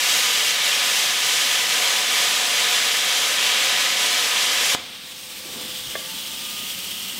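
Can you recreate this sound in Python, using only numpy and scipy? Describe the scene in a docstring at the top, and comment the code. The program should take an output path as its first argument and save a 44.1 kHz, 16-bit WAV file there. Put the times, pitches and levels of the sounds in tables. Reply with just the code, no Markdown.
"""A plasma torch gouges steel on a metal workbench: its turbulent arc jet roars and spits melt,
comb-filtered by echoes off bench and floor, until it snaps off and only the cooling air hisses on.
Over the workshop's rumble the power unit's fan gathers speed, and the worker steps back with a scuff
and a knock. A microphone's automatic gain, held down by the roar, creeps back up once the arc is out."""
import sys
import numpy as np
from scipy import signal
from scipy.fft import rfft, irfft
from scipy.io import wavfile
from scipy.ndimage import uniform_filter1d, minimum_filter1d, map_coordinates

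SR = 44100
rng = np.random.default_rng(int(sys.argv[2]) if len(sys.argv) > 2 else 0)


def wav_out(sig):
    """Save sig, one row per channel (or a flat mono array), as 16-bit PCM at SR to the path in sys.argv[1]."""
    wavfile.write(sys.argv[1], SR, np.round(np.clip(np.atleast_2d(sig).T, -1, 1) * 32767).astype(np.int16))


N = 317079
T = np.arange(N) / SR
F = np.maximum(np.arange(N // 2 + 1) * SR / N, 1)

ARC_OFF_S = 4.7494
# the nozzle is lifted off the steel, then turned outwards
LIFT_S, LIFT_LENGTH_S, TURN_S, TURN_LENGTH_S = 4.955, 0.32, 5.42, 1.4
FAN_HZ, FAN_TOP_HZ, SPIN_UP_S, SPIN_UP_HZ_PER_S = 72.6, 78.7, 5.87, 5.5

# echoes off bench, floor and worker, one list each: delay/s; gain; treble limit/Hz
ECHO_DELAYS = [.000995, .001727, .001856, .004007, .004487, .006905, .007212, .007396, .008141]
ECHO_GAINS = [0.043, 0.02, 0.046, 0.24, -0.12, 0.2, 0.15, -0.21, 0.11]
ECHO_CUTOFFS = [15000, 15000, 14000, 9600, 1400, 3800, 2300, 1000, 3200]
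# workshop rumble: f/Hz, relative spectral level/dB
SHOP_SPECTRUM = [(25, -28), (50, -17), (75, -8), (110, -9), (165, -6), (196, 1), (228, -2), (400, -9),
                 (800, -12.5), (1600, -15.5), (4000, -42)]
# fan harmonics and housing resonances: order, f/Hz, width/Hz, level off resonance/dB, boost/dB
FAN_ORDERS = [(7, 508, 49, -63, 12), (12, 892, 28, -64, 11.5), (16, 1226, 32, -56, 6)]
# shoe and clothing rubs: t/s, Gaussian width/s, centre f/Hz, level/dB
RUBS = [(5.558, 0.088, 270, -42), (5.874, 0.057, 105, -50)]
# a sharp contact, then a duller seating: t/s, level/dB, treble limit/Hz
CONTACTS = [(5.954, -20, 3000), (5.9562, -16, 645)]
# modes of the bumped object: f/Hz, relative level/dB, T60/s
BODY_MODES = [(450, -24, 0.031), (576, -16, 0.062), (658, 0.5, 0.083), (1153, -6.5, 0.066),
              (1650, -3.5, 0.044), (1780, -5.5, 0.046), (2070, -4, .045), (2360, -11, .025)]
# cooling air: f/Hz, relative spectral level/dB
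AIR_SPECTRUM = [(300, -20.5), (1000, -12.5), (1500, -9.5), (2300, -3.5), (2800, -1), (3300, -8),
                (3700, 0.5), (4200, -1.5), (5300, -3), (7000, -7), (8400, -4.5), (10800, -11.5),
                (14000, -9), (15700, -10.5)]
# breathy edge tone of the turning nozzle: t/s, f/Hz
EDGE_TONE = [(6.1, 14250), (6.35, 14400), (6.55, 15500), (6.7, 14100), (7.19, 13900)]
# hand strokes along the groove: start t/s, relative level/dB, sizzle/dB, body/dB
HAND_STROKES = [(0.0, -20, 1, -1), (0.59, -20, 0.2, -1.3), (1.2, -20.1, 1, -1), (1.66, -20.5, 1, 1.8),
                (2.07, -20.5, 1.3, 1.5), (2.49, -19.5, 0.2, -0.1), (3.03, -20.5, 0, .7),
                (3.36, -19.0, -1.5, -0.3), (3.96, -20, 0.4, .5), (4.29, -20, -.3, 0)]
# gobs of melt blown out: t/s, added sizzle/dB
MELT_FLARES = [(.19, 1.3), (1.0, 2), (1.86, 1), (3.25, 1.8), (4.7, 3.5)]
# resonances and notches of the gap between nozzle and groove: f/Hz, width/Hz, nominal gain/dB
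GAP_RESONANCES = [(1235, 130, 3), (2290, 70, 2.5), (3220, 18, 2.5), (4350, 110, -4), (6560, 140, 3),
                  (6670, 160, -2.5), (7070, 150, 1.5), (7800, 320, 2), (9260, 130, 1.5), (9560, 150, 3.5),
                  (10500, 300, -1), (11400, 220, 4), (12400, 370, 2), (12700, 280, 6.5), (14000, 180, -2.5),
                  (14310, 280, 8), (14760, 200, -2.5), (15050, 280, 8)]
# arc jet: f/Hz, relative spectral level/dB
JET_SPECTRUM = [(30, -59), (95, -38), (160, -20.5), (330, -18), (480, -10.5), (900, -10), (1400, -8.5),
                (1750, -4), (2700, -2.5), (3200, 0), (4400, -5), (6300, -7.5), (11000, -16.5), (15500, -26)]


def undb(db):
    """Amplitude ratio of a level in decibels."""
    return 10 ** (np.asarray(db) / 20)


def unit(x):
    """Normalisation to rms 1."""
    return x / np.sqrt(np.mean(x ** 2))


def colour(points):
    """Gain spectrum interpolated over log frequency from points (f/Hz, level/dB)."""
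    hz, db = np.transpose(points)
    return undb(np.interp(np.log(F), np.log(hz), db))


def shape(x, gain):
    """Linear filtering: multiplication of the spectrum by a gain."""
    return irfft(rfft(x) * gain, N)


def noise(gain):
    """Filtered Gaussian noise, rms 1."""
    return unit(shape(rng.standard_normal(N), gain))


def walk(rate_hz):
    """Slow random fluctuation: low-pass noise, rms 1."""
    return noise(1 / (1 + (F / rate_hz) ** 4))


def ramp(start_s, length_s):
    """Linear transition from 0 to 1."""
    return np.clip((T - start_s) / length_s, 0, 1)


def shelf(x, hz, db):
    """Shelving filter: a time-varying gain above hz."""
    return x + (undb(db) - 1) * shape(x, 1 / (1 + (hz / F) ** 4))


def resonance(hz, width_hz):
    """Narrow-band noise by quadrature modulation about a centre that may move, rms 1."""
    skirt = 1 / (1 + (2 * F / width_hz) ** 4)
    phase = 2 * np.pi * np.cumsum(hz * np.ones(N)) / SR
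    return noise(skirt) * np.cos(phase) + noise(skirt) * np.sin(phase)


def delayed(x, delay_s):
    """Variable delay, whose rate of change shifts the pitch."""
    return map_coordinates(x, [(T - delay_s) * SR], mode="mirror")


def reverberation(x, wet_db, t60, damp_hz, first_s):
    """A diffuse field: dense reflections begin after first_s and decay exponentially."""
    decay = undb(-60 * np.minimum(T / t60, 4)) * (T > first_s)
    tail = noise(1 / (1 + (F / damp_hz) ** 2)) * decay
    tail = tail[:SR] / np.sqrt(np.mean(abs(rfft(tail)[F < 4000]) ** 2))
    return undb(wet_db) * signal.fftconvolve(x, tail)[:N]


def near_echoes(x):
    """Interference with echoes off nearby hard surfaces combs the spectrum."""
    echoes = sum(gain * np.exp(-2j * np.pi * F * delay) / (1 + (F / hz) ** 2)
                 for delay, gain, hz in zip(ECHO_DELAYS, ECHO_GAINS, ECHO_CUTOFFS))
    return shape(x, 1 + echoes)


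def clutter(x):
    """Scattering: tools and offcuts on the bench return the short wavelengths."""
    scattered = reverberation(x, wet_db=-11, t60=.07, damp_hz=30000, first_s=.002)
    return shape(scattered, 1 / (1 + (3500 / F) ** 4))


def shop_rumble(level_db=-46.5, swell_db=1):
    """Ventilation and machines radiate broadband noise, strongest in the bass."""
    return noise(colour(SHOP_SPECTRUM)) * undb(level_db + swell_db * walk(15))


def drone(hz=196, width_hz=50, level_db=-57, rise_db=5):
    """Narrow-band noise, heard as a rough drone, grows as the fan gathers speed."""
    spin_up = ramp(SPIN_UP_S, (FAN_TOP_HZ - FAN_HZ) / SPIN_UP_HZ_PER_S)
    return resonance(hz, width_hz) * undb(level_db + rise_db * spin_up)


def fan(wobble=0.0013, flicker_db=2):
    """Forced resonance: with the load gone the fan speeds up, sweeping harmonics past housing modes."""
    shaft_hz = np.clip(FAN_HZ + SPIN_UP_HZ_PER_S * (T - SPIN_UP_S), FAN_HZ, FAN_TOP_HZ)
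    angle = 2 * np.pi * np.cumsum(shaft_hz * (1 + wobble * walk(21))) / SR
    out = np.zeros(N)
    for order, hz, width_hz, db, boost_db in FAN_ORDERS:
        order = round(order)
        in_tune = 1 / (1 + (2 * (order * shaft_hz - hz) / width_hz) ** 2)
        level_db = db + boost_db * in_tune + flicker_db * walk(7.5)
        out += np.sqrt(2) * np.sin(order * angle) * undb(level_db)
    return out


def scuffs(rough_db=3):
    """Sliding friction of shoe and clothing gives short, dull, uneven bursts of noise."""
    out = np.zeros(N)
    for t, width_s, hz, db in RUBS:
        rub = noise(1 / (1 + (F / hz - hz / F) ** 2) ** 0.53)
        envelope = np.exp(-.5 * ((T - t) / width_s) ** 2)
        out += rub * envelope * undb(db + rough_db * walk(40))
    return out


def knock(low_cut_hz=370):
    """Impact excites the damped modes of a hard object; softer contact leaves out the high ones."""
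    out = np.zeros(N)
    for t, db, soft_hz in CONTACTS:
        age = np.maximum(T - t, 0)
        for hz, mode_db, t60 in BODY_MODES:
            envelope = undb(db + mode_db - 60 * np.minimum(age / t60, 4))
            out += envelope * np.sin(2 * np.pi * hz * age) / (1 + (hz / soft_hz) ** 4)
    # a small body radiates little bass
    return signal.sosfilt(signal.butter(2, low_cut_hz, "high", fs=SR, output="sos"), out)


def bench_sweep(x, gain=0.095, near_s=0.000286, far_s=0.0009, sway_s=0.00003):
    """A moving comb filter: the path of the bench echo changes as the nozzle rises and sways."""
    rise = ramp(LIFT_S, LIFT_LENGTH_S + TURN_LENGTH_S)
    return x + gain * delayed(x, near_s + (far_s - near_s) * rise + sway_s * walk(1.5))


def cooling_air(free_db=-33, splash_db=5.5, shade_db=-8.5, facing_db=2, whistle_db=-12, flutter_db=0.8):
    """Turbulent air hisses and excites the nozzle; impinging on the steel, it is louder and duller."""
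    lift, turn = ramp(LIFT_S, LIFT_LENGTH_S), ramp(TURN_S, TURN_LENGTH_S)
    level_db = free_db + splash_db * (1 - lift)
    treble_db = shade_db * (1 - ramp(LIFT_S, length_s=0.24)) + facing_db * turn
    hiss = bench_sweep(shelf(noise(colour(AIR_SPECTRUM)), 4400, treble_db))
    # the nozzle rings louder and lower as it comes free and turns
    nozzle_db = -8.5 + 4 * ramp(TURN_S, length_s=.3) + 2.5 * turn
    nozzle = resonance(hz=3330 - 230 * turn, width_hz=820) * undb(nozzle_db + 0.5 * walk(13))
    whistle_hz = np.interp(T, *np.transpose(EDGE_TONE))
    whistle = resonance(whistle_hz, width_hz=1000) * undb(whistle_db) * turn
    return (hiss + nozzle + whistle) * undb(level_db + flutter_db * walk(24))


def snap(gain_db=-0.5, width_s=0.00012, low_cut_hz=95):
    """The hot gas column collapses as the current stops, radiating one rarefaction pulse."""
    pulse = -undb(gain_db) * np.exp(-.5 * ((T - ARC_OFF_S) / width_s) ** 2)
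    return shape(pulse, 1 / (1 + low_cut_hz / (1j * F)))


def spatter(rate_per_s=500, spread_db=1.5, level_db=-14, low_cut_hz=1500):
    """Shot noise: droplets of melt burst in the jet as dense ticks, a few of them larger."""
    bursts = rng.random(N) < rate_per_s / SR
    sizes = undb(spread_db * np.minimum(rng.exponential(size=N), 4))
    spectrum = colour(JET_SPECTRUM) / (1 + low_cut_hz / (1j * F))
    return undb(level_db) * unit(shape(bursts * sizes, spectrum))


def strokes(blend_s=0.18, bite_s=0.051, ease_s=0.063, dip_db=1.44, sag_db_per_s=1.84, flare_s=0.086):
    """Modulation of the jet's level, sizzle and body: each hand stroke bites in, sags and eases off."""
    starts, level_db, sizzle_db, body_db = np.transpose(HAND_STROKES)
    current = np.maximum(np.searchsorted(starts, T, side="right") - 1, 0)
    sag_db = sag_db_per_s * (T - starts[current])
    slack_db = dip_db * sum(np.exp(-((T - t) / np.where(T < t, ease_s, bite_s)) ** 2) for t in starts)
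    flare_db = sum(db * np.exp(-((T - t) / flare_s) ** 2) for t, db in MELT_FLARES)
    blend = lambda db: uniform_filter1d(db, int(blend_s * SR))
    return (blend(level_db[current] - sag_db) - slack_db,
            blend(sizzle_db[current]) + flare_db,
            blend(body_db[current]))


def gap_ring(jet, strength=1.27, fade_per_s=0.14, rise_per_s=.0025, in_tune_s=1.2):
    """Cavity resonance of the gap weakens and creeps up in pitch as the hand tilts and trembles."""
    ring = strength * np.exp(-fade_per_s * T) * (1 + 0.12 * walk(7))
    gap_db = sum(db / (1 + (2 * (F - hz) / width) ** 4) for hz, width, db in GAP_RESONANCES)
    ringing = jet + ring * shape(jet, undb(gap_db) - 1)
    pitch_shift = rise_per_s * (T - in_tune_s) + 0.001004 * walk(1.98)
    return delayed(ringing, -np.cumsum(pitch_shift) / SR)


def arc_jet(gain_db=6.5, flutter_db=0.25, sizzle_flutter_db=0.5, quench_s=0.0035):
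    """Turbulent jet noise: plasma tears through the groove, fluttering, until the arc is quenched."""
    stroke_db, sizzle_db, body_db = strokes()
    jet = gap_ring(unit(noise(colour(JET_SPECTRUM)) + spatter()))
    jet = shelf(jet, 4900, sizzle_db + sizzle_flutter_db * walk(11))
    jet = shelf(jet, 1370, -body_db) * undb(body_db)  # body is the band below the shelf
    burning = np.exp(-np.maximum(T - ARC_OFF_S, 0) / quench_s)
    return jet * burning * undb(stroke_db + gain_db + flutter_db * walk(17))


def scene():
    """Superposition of torch, worker, reverberation and machines at one point in the workshop."""
    jet = near_echoes(arc_jet() + snap())
    near = jet + clutter(jet) + cooling_air() + knock() + scuffs()
    hall = reverberation(near, wet_db=-10.5, t60=0.57, damp_hz=6960, first_s=0.011)
    mix = near + hall + fan() + shop_rumble() + drone()
    return np.array([mix, mix])


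def gain_control(x, threshold_db=-25, range_db=6.5, hold_s=0.2, release_s=0.64):
    """Compression: loud sound turns the gain down over a limited range; it holds, then creeps back."""
    power = uniform_filter1d(np.mean(x ** 2, axis=0), SR // 10)
    gain_db = -np.clip(10 * np.log10(power + 1e-12) - threshold_db, 0, range_db)
    hold, release = int(hold_s * SR), int(release_s * SR)
    held_db = minimum_filter1d(gain_db, hold, origin=(hold - 1) // 2)
    released_db = uniform_filter1d(held_db, release, origin=(release - 1) // 2)
    return x * undb(np.minimum(held_db, released_db))


def record(dry, top_hz=15750):
    """Band limiting: a steep low-pass filter follows the automatic gain."""
    low_pass = signal.ellip(12, .1, 80, top_hz, fs=SR, output="sos")
    return signal.sosfilt(low_pass, gain_control(dry))


dry = scene()
out = record(dry)
wav_out(out)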